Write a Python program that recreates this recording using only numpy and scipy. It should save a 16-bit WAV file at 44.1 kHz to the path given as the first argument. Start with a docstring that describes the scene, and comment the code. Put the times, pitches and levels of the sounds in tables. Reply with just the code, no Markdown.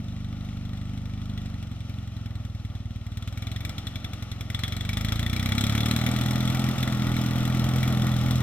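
"""A two-cylinder garden tractor approaches across a lawn ringed by trees. It idles, each firing a thump of
muffler resonance, a crack of turbulent gas and a soft puff, over the rush of the fan and the hiss of the
running gear; the trees scatter back a faint echo. The engine sags, and after 3 s the throttle opens.
One cylinder misfires around 4 s, then the engine barks and pulls up to working speed by 6 s:
the puffs vanish, the muffler's resonances climb, and it stumbles briefly once more near 7 s."""
import sys
import numpy as np
from scipy import signal
from scipy.fft import rfft, irfft, next_fast_len
from scipy.io import wavfile
from scipy.ndimage import map_coordinates

SR = 44100
rng = np.random.default_rng(int(sys.argv[2]) if len(sys.argv) > 2 else 0)


def put_to_file(sound):
    """Save the sound as 16-bit audio at rate SR, in the file named by the first command-line argument."""
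    columns = np.atleast_2d(sound).T  # one column per channel
    safe = np.clip(columns, -1, 1)
    whole_steps = np.round(safe * 32767)
    wavfile.write(sys.argv[1], SR, whole_steps.astype(np.int16))


N = 371322
TIME = np.arange(N) / SR
PULSE = 8192  # samples in the sound of one firing
IDLE_RATE, WORKING_RATE = 24.6, 42  # firings per s
START_DISTANCE_M, DRIVE_M_PER_S = 39.6, 1.754


def from_db(db):
    """Amplitude ratio of a level in decibels."""
    return 10 ** (np.asarray(db) / 20)


def unit_power(x):
    """Normalisation to a mean square of 1."""
    return x / np.sqrt(np.mean(x ** 2) + 1e-20)


def at_time(points, times):
    """Linear interpolation in time."""
    return np.interp(times, *np.transpose(points))


def at_hz(points, size=PULSE):
    """Interpolation in log frequency onto an FFT grid."""
    hz, value = np.transpose(points)
    return np.interp(np.log(np.arange(size // 2 + 1) * SR / size + 1), np.log(hz), value)


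def minimum_phase(db):
    """Causality: responses with these magnitudes that ring only after the excitation."""
    cepstrum = irfft(np.log(from_db(db)))
    cepstrum[..., 1:PULSE // 2] *= 2
    cepstrum[..., PULSE // 2 + 1:] = 0
    return np.exp(rfft(cepstrum))


def noise_pair(correlation, shape):
    """Partial coherence: two white noises with a shared part."""
    mid, side = rng.standard_normal((2, *shape))
    mid *= np.sqrt((1 + correlation) / 2)
    side *= np.sqrt((1 - correlation) / 2)
    return np.array([mid + side, mid - side])


def superpose(pulses, times):
    """Linear superposition of one pulse per firing."""
    out = np.zeros(N + 3 * PULSE)
    for pulse, t in zip(pulses, times):
        start = PULSE + int(t * SR)
        out[start:start + PULSE] += pulse
    return out[PULSE:PULSE + N]


# engine speed: t/s, firing rate/Hz
FIRING_RATE = [(0.0, 24.611), (0.745, 24.644), (1.348, 25.06), (1.814, 21.784), (1.951, 22.572),
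               (2.717, 19.452), (3.153, 18.719), (3.641, 22.835), (4.018, 22.795), (4.394, 21.322),
               (4.807, 23.601), (5.218, 28.515), (5.825, 37.44), (6.146, 40.817), (6.707, 42.967),
               (7.03, 41.191), (7.731, 42.626), (8.188, 41.439), (8.42, 41.672)]
def firing_rate(times):
    """The repetition rate of the exhaust pulses is proportional to engine speed."""
    return at_time(FIRING_RATE, times)


# throttle position: t/s, opening (0 to 1)
THROTTLE = [(0, .03), (1.4, 0.15), (3.05, 0), (3.2, 0.56), (3.62, 0.76), (3.88, 0.89), (4.4, 0.74),
            (4.55, 0.84), (5.5, 1), (6.15, 0.73), (6.65, 0.54), (8.42, 0.41)]
def throttle(times):
    """The throttle meters the charge: it opens in steps, then eases near working speed."""
    return at_time(THROTTLE, times)


def source_level(times, idle_db, revs_db, throttle_db):
    """Level rises with engine speed and throttle, and by the inverse-square law as the tractor nears."""
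    revs = (firing_rate(times) - IDLE_RATE) / (WORKING_RATE - IDLE_RATE)
    nearness_db = -20 * np.log10(1 - DRIVE_M_PER_S * times / START_DISTANCE_M)
    return idle_db + revs_db * revs + throttle_db * throttle(times) + nearness_db


def tree_echo(sound, echo_db=-10.5, t60_s=1.0, build_s=0.043, band_hz=(256, 6100)):
    """Scattering by trunks returns a dull, diffuse echo; long waves diffract around them."""
    age = np.arange(SR) / SR
    tail = noise_pair(0.68, age.shape) * from_db(-60 * age / t60_s) * (1 - np.exp(-age / build_s))
    tail /= np.sqrt(np.sum(tail ** 2) / 2)
    tail = signal.sosfilt(signal.butter(2, band_hz, "band", fs=SR, output="sos"), tail)
    return from_db(echo_db) * signal.fftconvolve(sound, tail, axes=1)[:, :N]


def fluttering_noise(spectrum, level_db, flutter_db, correlation, flutter_hz=22):
    """Random amplitude modulation: steady noise flutters a little on its way over the grass."""
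    size = next_fast_len(N)
    white = rfft(noise_pair(correlation, (size,)))
    noise = irfft(white * from_db(at_hz(spectrum, size)), size)[:, :N]
    knots = rng.standard_normal(int(N / SR * flutter_hz) + 4)
    flutter = unit_power(map_coordinates(knots, [TIME * flutter_hz], order=2, mode="nearest"))
    return unit_power(noise) * from_db(level_db + flutter_db * flutter)


# relative spectral density of the running gear: f/Hz, level/dB
GEAR_SPECTRUM = [(1200, -12), (1900, -3.5), (2300, 2), (2700, 5), (3050, 6), (3400, 2.5), (4050, 2.5),
                 (4500, -5), (5700, 0), (6900, -7.5), (7900, -8), (9300, -14), (12500, -20.5), (15500, -39)]
def gear_hiss():
    """The running gear radiates broadband noise, strongest near 3 kHz."""
    level_db = source_level(TIME, idle_db=-56.5, revs_db=7.5, throttle_db=2.5)
    return fluttering_noise(GEAR_SPECTRUM, level_db, flutter_db=1.1, correlation=0.67)


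# relative spectral density of the fan: f/Hz, level/dB
FAN_SPECTRUM = [(25, 8), (60, 6.5), (150, 10), (300, 9.5), (430, -4.5), (560, 1), (720, 1.5), (850, -0.5),
                (980, -9.5), (1150, -1), (1400, 1), (1620, -14), (1900, -4), (2600, -29)]
def fan_rush():
    """Turbulence in the fan's airflow radiates low broadband noise."""
    level_db = source_level(TIME, idle_db=-49, revs_db=10.5, throttle_db=4)
    return fluttering_noise(FAN_SPECTRUM, level_db, flutter_db=0.75, correlation=0.88)


# swells and dips of the thump: t/s, level/dB
THUMP_SWELL = [(0, -.5), (1.35, 0), (2.1, -0.5), (2.35, 1.6), (3.9, -1), (5.5, 1), (6.4, -.5), (7.3, -1.5),
               (7.6, 0.5)]
# one cylinder fails to catch: first t/s, last t/s, thump loss/dB, crack loss/dB
MISFIRES = [(3.74, 4.27, 8.5, 26), (4.36, 4.36, 5, 15), (4.46, 4.46, 5, 23), (6.74, 6.74, 4, 10),
            (6.76, 6.76, 7, 3), (6.85, 6.85, 10, 8), (6.97, 6.97, 3, 8)]
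def firings(first_turn=0.118, weak_thump_db=-2, weak_crack_db=-4, scatter_db=0.48):
    """Phase is the integral of rate: on each whole turn the next cylinder fires, one of the two weaker."""
    turns = np.cumsum(firing_rate(TIME)) / SR - first_turn
    count = np.arange(int(turns[-1]) + 1)
    times, weak = np.interp(count, turns, TIME), count % 2
    thump_db = source_level(times, idle_db=-29.8, revs_db=2.17, throttle_db=2.5) + weak * weak_thump_db
    thump_db += at_time(THUMP_SWELL, times) + scatter_db * rng.standard_normal(len(times))
    crack_db = source_level(times, idle_db=-47.5, revs_db=3, throttle_db=19.5) + weak * weak_crack_db
    for first_s, last_s, thump_loss_db, crack_loss_db in MISFIRES:
        missed = slice(np.argmin(abs(times - first_s)), np.argmin(abs(times - last_s)) + 1, 2)
        thump_db[missed] -= thump_loss_db
        crack_db[missed] -= crack_loss_db
    return times, thump_db, crack_db


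def piston_puffs(times, idle_db=-39, loss_db_per_hz=3, delay_turns=0.2394, band_hz=(121, 238)):
    """Displacement flow: the rising piston expels the remaining gas in a puff, strongest at idle."""
    rate = firing_rate(times)
    strength = from_db(idle_db - loss_db_per_hz * abs(rate - IDLE_RATE))
    band = signal.butter(5, band_hz, "band", fs=SR, output="sos")
    puff = signal.sosfilt(band, signal.unit_impulse(PULSE))
    puff /= np.sqrt(np.sum(puff ** 2) * IDLE_RATE / SR)
    return superpose(strength[:, None] * puff, times + delay_turns / rate)


# tailpipe resonances: f/Hz, bandwidth/Hz, lift/dB
PIPE_MODES = [(1304, 330, 11.7), (1948, 440, 7.8), (2295, 177, 8), (3422, 450, 11.5), (4070, 460, 9.8),
              (5150, 91, 10.7), (7820, 620, 8.5), (12280, 190, 6)]
# firings that bark: t/s, extra crack level/dB, f/Hz near the mode that rings out
BARKS = [(1.258, 5.5, 3400), (1.379, 3, 3400), (3.867, 2, 3400), (3.955, 3.5, 3400), (4.044, 2.5, 3400),
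         (4.548, 6, 3400), (4.637, 7, 3400), (4.893, 5.5, 2287), (5.087, 3.5, 3400), (5.459, 2, 2287),
         (5.78, 3.5, 3400), (5.859, 4, 3400), (6.064, 2.5, 2287), (6.479, 7.5, 3400), (6.831, 4.5, 1936),
         (7.168, 2.5, 1936), (7.832, 5, 2287)]
def tailpipe(times, ring_db=8, scatter_db=2.8):
    """Each stroke excites the pipe's modes in its own proportions; a bark is louder and favours one."""
    mode_hz, width_hz, lift_db = np.transpose(PIPE_MODES)
    mode_db = lift_db + scatter_db * rng.standard_normal((len(times), len(mode_hz)))
    bark_db = np.zeros(len(times))
    for t, extra_db, ring_hz in BARKS:
        firing = np.argmin(abs(times - t))
        bark_db[firing] = extra_db
        mode_db[firing, np.argmin(abs(mode_hz - ring_hz))] += ring_db
    hz = np.arange(PULSE // 2 + 1) * SR / PULSE
    peaks = 1 / (1 + (2 * (hz - mode_hz[:, None]) / width_hz[:, None]) ** 2)
    return mode_db @ peaks, bark_db


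# relative spectrum of the escaping gas: f/Hz, level/dB
GAS_SPECTRUM = [(250, -3.5), (500, -5.5), (750, -4), (980, -10.5), (1650, -6), (2100, -2), (2900, -3.5),
                (3700, -2.5), (4500, -12), (5600, -4), (6900, -8.5), (9500, -14), (12000, -12.5),
                (15500, -15.5)]
def gas_cracks(times, level_db, lead_s=0.0036, rise_s=0.0007, decay_s=0.0044, tail_s=0.017):
    """Blowdown: the valve releases turbulent gas that rings the pipe and fades as the cylinder empties."""
    age = np.arange(PULSE // 4) / SR
    decay_scatter, level_scatter = rng.standard_normal((len(times), 2)).T
    blowdown = np.exp(-age / (decay_s * from_db(2 * decay_scatter[:, None])))
    tail = from_db(-9) * np.exp(-age / tail_s)
    envelope = (1 - np.exp(-(age / rise_s) ** 2)) * (blowdown + tail)
    bursts = envelope * noise_pair(0.65, envelope.shape)
    # the pressure front steepens into a small shock on its way down the pipe
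    bursts[:, :, np.searchsorted(age, rise_s)] += from_db(12.5)
    resonance_db, bark_db = tailpipe(times)
    # the treble is dull from afar and sharpens on approach; an open throttle dulls it slightly
    treble_db = -2.5 + 0.55 * DRIVE_M_PER_S * times - 0.5 * throttle(times)
    shelf_db = treble_db[:, None] * at_hz([(4000, 0), (11000, 1)])
    pulses = irfft(rfft(bursts, PULSE) * minimum_phase(at_hz(GAS_SPECTRUM) + resonance_db + shelf_db))
    energy = np.mean(np.sum(pulses ** 2, axis=2, keepdims=True), axis=0)
    pulses /= np.sqrt(energy / (0.005 * SR))
    pulses *= from_db(level_db + bark_db + 1.78 * level_scatter)[:, None]
    return np.array([superpose(channel, times - lead_s) for channel in pulses])


# relative muffler response at low and at high engine speed: f/Hz, level/dB
SLOW_MUFFLER = [(20, -16), (38, -45), (50, 0), (72, -2), (108, 5.5), (125, -1.5), (150, -8), (190, -10.5),
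                (230, -5), (270, -15.5), (320, -29.5), (400, -39.5), (800, -60), (3000, -110)]
FAST_MUFFLER = [(20, -76), (42, -27), (62, -8), (84, -11), (105, -4.5), (126, 1), (165, -11.5), (210, -6),
                (252, -13.5), (295, -20), (340, -29), (420, -45), (800, -57), (3000, -110)]
# upper bass, stronger in a harder gas pulse: t/s, level/dB
HARDNESS = [(0, 0.5), (1.4, 1), (2.2, -5), (4.6, -7.5), (5.7, 7.5), (6.4, 2), (7.2, 1), (8.42, -5)]
def muffler_thumps(times, level_db, lead_s=0.00522, slow_rate=34.0, fast_rate=43.2, scatter_db=3.0):
    """Impulse response: each slug of gas rings the muffler, whose resonances climb with engine speed."""
    fast = np.clip((firing_rate(times) - slow_rate) / (fast_rate - slow_rate), 0, 1)[:, None]
    response_db = (1 - fast) * at_hz(SLOW_MUFFLER) + fast * at_hz(FAST_MUFFLER)
    # no two burns are equally hard
    hardness_db = at_time(HARDNESS, times) + scatter_db * rng.standard_normal(len(times))
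    shelf_db = hardness_db[:, None] * at_hz([(100, 0), (300, 1)])
    pulses = irfft(minimum_phase(response_db + shelf_db))
    energy = np.sum(pulses ** 2, axis=1, keepdims=True)
    pulses /= np.sqrt(energy / (0.02 * SR))
    return superpose(pulses * from_db(level_db)[:, None], times - lead_s)


def scene():
    """Sound pressures add: fan, running gear and echo lie beneath the direct exhaust."""
    times, thump_db, crack_db = firings()
    exhaust = muffler_thumps(times, thump_db) + piston_puffs(times) + gas_cracks(times, crack_db)
    return fan_rush() + gear_hiss() + tree_echo(exhaust) + exhaust


# left channel minus right: f/Hz, level/dB
LEVEL_DIFFERENCE = [(120, -0.5), (380, 0.5), (700, 2), (1290, 3.5), (2380, 2), (4400, 5.5), (8120, 2),
                    (15000, 4)]
# lead of the left channel: f/Hz, phase/rad
PHASE_DIFFERENCE = [(25, 0.45), (120, 0.29), (250, 0.24), (600, 0.53), (1300, 0.67), (2500, 1.23),
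                    (4500, 1.85), (8000, 3.62), (12000, 5), (16000, 9.3)]
def record(dry, cutoff_hz=15900):
    """Two microphone ports receive the field at different levels and phases; a low-pass cuts the top."""
    size = next_fast_len(N + PULSE)
    left, right = rfft(dry, size)
    lean = from_db(at_hz(LEVEL_DIFFERENCE, size) / 2)
    lag = np.exp(-1j * at_hz(PHASE_DIFFERENCE, size))
    ports = irfft(np.array([left * lean, right / lean * lag]), size)[:, :N]
    return signal.sosfilt(signal.ellip(10, 0.1, 70, cutoff_hz, fs=SR, output="sos"), ports)


dry = scene()
out = record(dry)
put_to_file(out)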